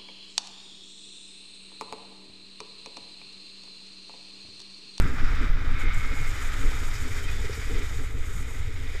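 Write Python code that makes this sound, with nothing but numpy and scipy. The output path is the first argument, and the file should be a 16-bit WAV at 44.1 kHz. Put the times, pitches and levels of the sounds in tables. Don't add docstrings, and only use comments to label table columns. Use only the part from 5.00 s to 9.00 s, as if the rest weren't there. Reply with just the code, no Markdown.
import sys
import numpy as np
from scipy import signal
from scipy.fft import rfft, irfft
from scipy.io import wavfile
from scipy.ndimage import uniform_filter1d

SR = 44100
rng = np.random.default_rng(int(sys.argv[2]) if len(sys.argv) > 2 else 0)


def put_to_file(sound):
    columns = np.atleast_2d(sound).T
    safe = np.clip(columns, -1, 1)
    whole_steps = np.round(safe * 32767)
    wavfile.write(sys.argv[1], SR, whole_steps.astype(np.int16))


N = 176400

GRAINS_PER_S, GRAIN_SPREAD_DB = 7000, 2.5
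CHATTER_HZ, CHATTER_DB = 42, 0.88
SLIP_S = 0.013


def runners():
    # t/s, low band level/dB, high band level/dB
    grind = [(0, -38.5, -45.5), (.23, -39, -43), (.46, -39.5, -43), (.54, -44, -47), (.85, -41.5, -43),
             (1.25, -43, -43.5), (1.52, -40.5, -42), (2.05, -46, -44.5), (2.3, -47.5, -44),
             (2.8, -47.5, -43), (3.13, -50.5, -49), (3.35, -49.5, -48), (4, -54.5, -46.5)]
    # f/Hz, level/dB
    low_colour = [(800, -19.5), (1090, -9), (1190, -0.5), (1290, 2), (1400, 0), (1520, 0.5), (2700, -13.5),
                  (4000, -104)]
    # f/Hz, level/dB
    high_colour = [(1300, -7.5), (1750, -1.5), (1950, 7), (2150, 6), (2480, 4), (2660, -7.5), (3080, -1),
                   (3300, -4), (3700, 0.5), (4150, -11), (12000, -49)]
    # t/s, level/dB
    scrape_level = [(0, -55.5), (.3, -53.5), (.6, -60), (1.3, -53.5), (2.5, -53.5), (2.9, -55), (3.13, -62),
                    (3.4, -61), (4, -58)]
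    # f/Hz, level/dB
    scrape_colour = [(3000, -37), (4050, -3), (4900, 4.5), (5500, 2.5), (7500, -14.5), (16000, -27)]
    # t/s, scrape boost/dB
    skids = [(1.957, 10), (2.535, 8)]
    # t/s, gain/dB
    bites = [(.13, -4.5), (1.74, 2), (2.18, 4.5), (2.3, 3.5), (2.77, 2), (3.14, -3), (3.7, -1.5),
             (3.96, 4.5)]
    low = colour(grains(), low_colour) * curve(grind)
    high = colour(grains(), high_colour) * curve(grind, column=2)
    scrape = colour(grains(), scrape_colour) * curve(scrape_level) * swells(skids, SLIP_S)
    chatter = undb(CHATTER_DB * walk(CHATTER_HZ))
    return (low + high + scrape) * chatter * swells(bites, width_s=.025)


def grains():
    hit = rng.random(N) < GRAINS_PER_S / SR
    polarity = np.sign(noise())
    size_db = GRAIN_SPREAD_DB * np.minimum(rng.exponential(size=N), 6)
    return hit * polarity * undb(size_db)


def ringing():
    # start/s, end/s, f/Hz, width/Hz, level/dB
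    rings = [(.75, .96, 2270, 270, -46), (0.756, 1.292, 2154, 86, -42.5), (3.245, 4.05, 2170, 400, -59.5)]
    fade_s = 0.0093
    t, out = seconds(), 0
    for start, end, hz, width, db in rings:
        gate = np.clip(np.minimum(t - start, end - t) / fade_s + .5, 0, 1)
        ring = resonate(grains(), [(hz, width / 2, 0)])
        out += gate * undb(db) * steady(ring, span_s=.012)
    return out


def squeaks():
    # t/s, f/Hz, level/dB
    slips = [(2.248, 3090, -45.5), (2.294, 2440, -40.5), (2.33, 3490, -45.5), (2.385, 3500, -48)]
    waver = 0.0092
    clock = np.cumsum(1 + waver * walk(CHATTER_HZ)) / SR
    t, out = seconds(), 0
    for at, hz, db in slips:
        envelope = undb(db) * np.exp(-((t - at) / SLIP_S) ** 2)
        out += envelope * unit(np.sin(2 * np.pi * hz * clock))
    return out


def hiss():
    # t/s, level/dB
    level = [(0, -57.5), (.44, -59.5), (.55, -65.5), (.78, -61), (.805, -50), (.84, -55), (.865, -63),
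             (.915, -63), (.94, -50), (1.11, -54), (1.2, -49), (1.95, -49), (3.05, -51.5), (3.14, -57),
             (3.39, -50), (3.44, -54.5), (3.49, -50.5), (3.7, -57.5), (4, -55.5)]
    # f/Hz, level/dB
    spectrum = [(4500, -14), (6200, -4.5), (6900, 4), (7400, -2), (7850, 0), (8900, -7.5), (10300, -11),
                (11900, -7), (12600, -14.5), (14000, -14), (15200, -25)]
    flutter_db = 1.44
    spray = colour(unit(grains()) + noise(), spectrum)
    return spray * curve(level) * undb(flutter_db * walk(30))


def chips():
    # t/s, level/dB, ring f/Hz
    ticks = [(0.019, -38.5, 7800), (.416, -45, 7700), (.52, -58, 13500), (.534, -53, 14000),
             (0.719, -50, 8340), (0.944, -36, 7200)]
    half_width_hz, crack_db = 660, -8
    attack_s, decay_s = .0015, .003
    t, out = seconds(), 0
    for start, db, hz in ticks:
        attack = np.clip((t - start) / attack_s, 0, 1)
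        decay = np.exp(-np.abs(t - start) / decay_s)
        ring = resonate(noise(), [(hz, half_width_hz, 0)])
        crack = undb(crack_db) * noise()
        out += undb(db) * attack * decay * (ring + crack)
    return out


def shell():
    # f/Hz, half width/Hz, level/dB
    low_pair = [(261.8, 23.5, 0.5), (295.3, 43, -4.5)]
    # f/Hz, half width/Hz, level/dB
    high_pair = [(410.4, 21.8, 0.0069), (445, 20.3, 0)]
    # t/s, low pair level/dB, high pair level/dB
    rattle = [(0, -46, -57.5), (1.8, -50.5, -52.5), (4, -54.5, -53.5)]
    # t/s, length/s, low pair level/dB, high pair level/dB
    bumps = [(0.025, 0.088, -42.5, -47), (0.216, 0.017, -37.5, -55), (0.405, 0.042, -35, -46),
             (0.832, 0.041, -39.5, -47), (1.12, 0.013, -35, -42), (1.629, 0.031, -43.5, -45),
             (2.047, 0.034, -44, -44), (2.199, 0.06, -61, -50), (2.438, 0.017, -50, -41),
             (2.493, 0.0052, -47.5, -34), (2.694, 0.038, -41.5, -42.5), (2.744, 0.091, -45, -42),
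             (2.985, 0.03, -46, -52), (3.138, 0.058, -49.5, -47), (3.401, 0.03, -48, -53),
             (3.939, 0.013, -54, -40.5)]
    flutter_db, attack_s, decay_s = 3.5, .004, .008
    t, out = seconds(), 0
    shake = undb(flutter_db * walk(25))
    for pair, modes in enumerate([low_pair, high_pair]):
        out += resonate(noise() * shake, modes) * curve(rattle, column=pair + 1)
        push = 0
        for start, length, *pair_db in bumps:
            attack = np.clip((t - start) / attack_s, 0, 1)
            release = np.exp(-np.maximum(t - start - length, 0) / decay_s)
            push += undb(pair_db[pair]) * attack * release
        out += push * steady(resonate(noise(), modes), span_s=.02)
    return out


def rumble(pressure):
    # f/Hz, level/dB
    spectrum = [(30, -10.5), (55, 4.5), (112, -5.5), (145, -22.5), (600, -114)]
    level_db, throb_db = -34.5, 2.5
    return undb(level_db + throb_db * pressure) * steady(colour(noise(), spectrum), span_s=.15)


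def wind(pressure):
    # t/s, level/dB
    level = [(0, -17), (1.8, -26), (3.4, -26.5), (4, -31.5)]
    # f/Hz, level/dB
    spectrum = [(15, -2.5), (24, -1.5), (35, -21.5), (110, -30), (190, -39), (600, -84)]
    # t/s, turbulence boost/dB
    buffets = [(.49, 6), (.86, 6.5), (1.66, 11), (2.76, 9.5)]
    turbulence = steady(colour(noise(), spectrum), span_s=.1)
    return curve(level) * (swells(buffets, width_s=.04) * turbulence + pressure)


def eddies():
    shedding_hz = 14.5 * (1 + .14 * walk(12))
    return np.sin(2 * np.pi * np.cumsum(shedding_hz) / SR)


def rush():
    # t/s, level/dB
    level = [(0.03, -52), (1.6, -52), (4.0, -60.5)]
    # f/Hz, level/dB
    spectrum = [(150, -1), (500, 6), (660, 2), (850, 5), (1080, 0), (3000, -84)]
    flutter_db = 3
    return colour(noise(), spectrum) * curve(level) * undb(flutter_db * walk(29))


def undb(db):
    return 10 ** (np.asarray(db) / 20)


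def unit(x):
    return x / np.sqrt(np.mean(x ** 2))


def seconds():
    return np.arange(N) / SR


def bins():
    return np.maximum(np.arange(N // 2 + 1) * SR / N, 1)


def noise():
    return rng.standard_normal(N)


def curve(rows, column=1):
    rows = np.array(rows)
    return undb(np.interp(seconds(), rows[:, 0], rows[:, column]))


def swells(rows, width_s):
    t = seconds()
    return undb(sum(db * np.exp(-((t - at) / width_s) ** 2) for at, db in rows))


def colour(x, points):
    hz, db = np.array(points).T
    response = undb(np.interp(np.log(bins()), np.log(hz), db))
    return unit(irfft(rfft(x) * response, N))


def resonate(x, modes):
    f, response = bins(), 0
    for hz, half_width, db in modes:
        detuning = (f / hz - hz / f) * hz / (2 * half_width)
        response += undb(db) / (1 + 1j * detuning) ** 2
    return unit(irfft(rfft(x) * response, N))


def walk(rate_hz):
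    return unit(irfft(rfft(noise()) * np.exp(-(bins() / rate_hz) ** 2), N))


def steady(x, span_s):
    power = uniform_filter1d(x ** 2, max(int(span_s * SR), 2))
    return x / np.sqrt(power + 1e-9)


def scene():
    pressure = eddies()
    ice = runners() + hiss()
    bed = wind(pressure) + rumble(pressure) + rush()
    return (ice + bed + ringing() + squeaks() + shell() + chips())[None]


def record(dry):
    top_hz = 15250
    return signal.sosfilt(signal.ellip(10, .2, 80, top_hz, fs=SR, output="sos"), dry)


dry = scene()
out = record(dry)
put_to_file(out)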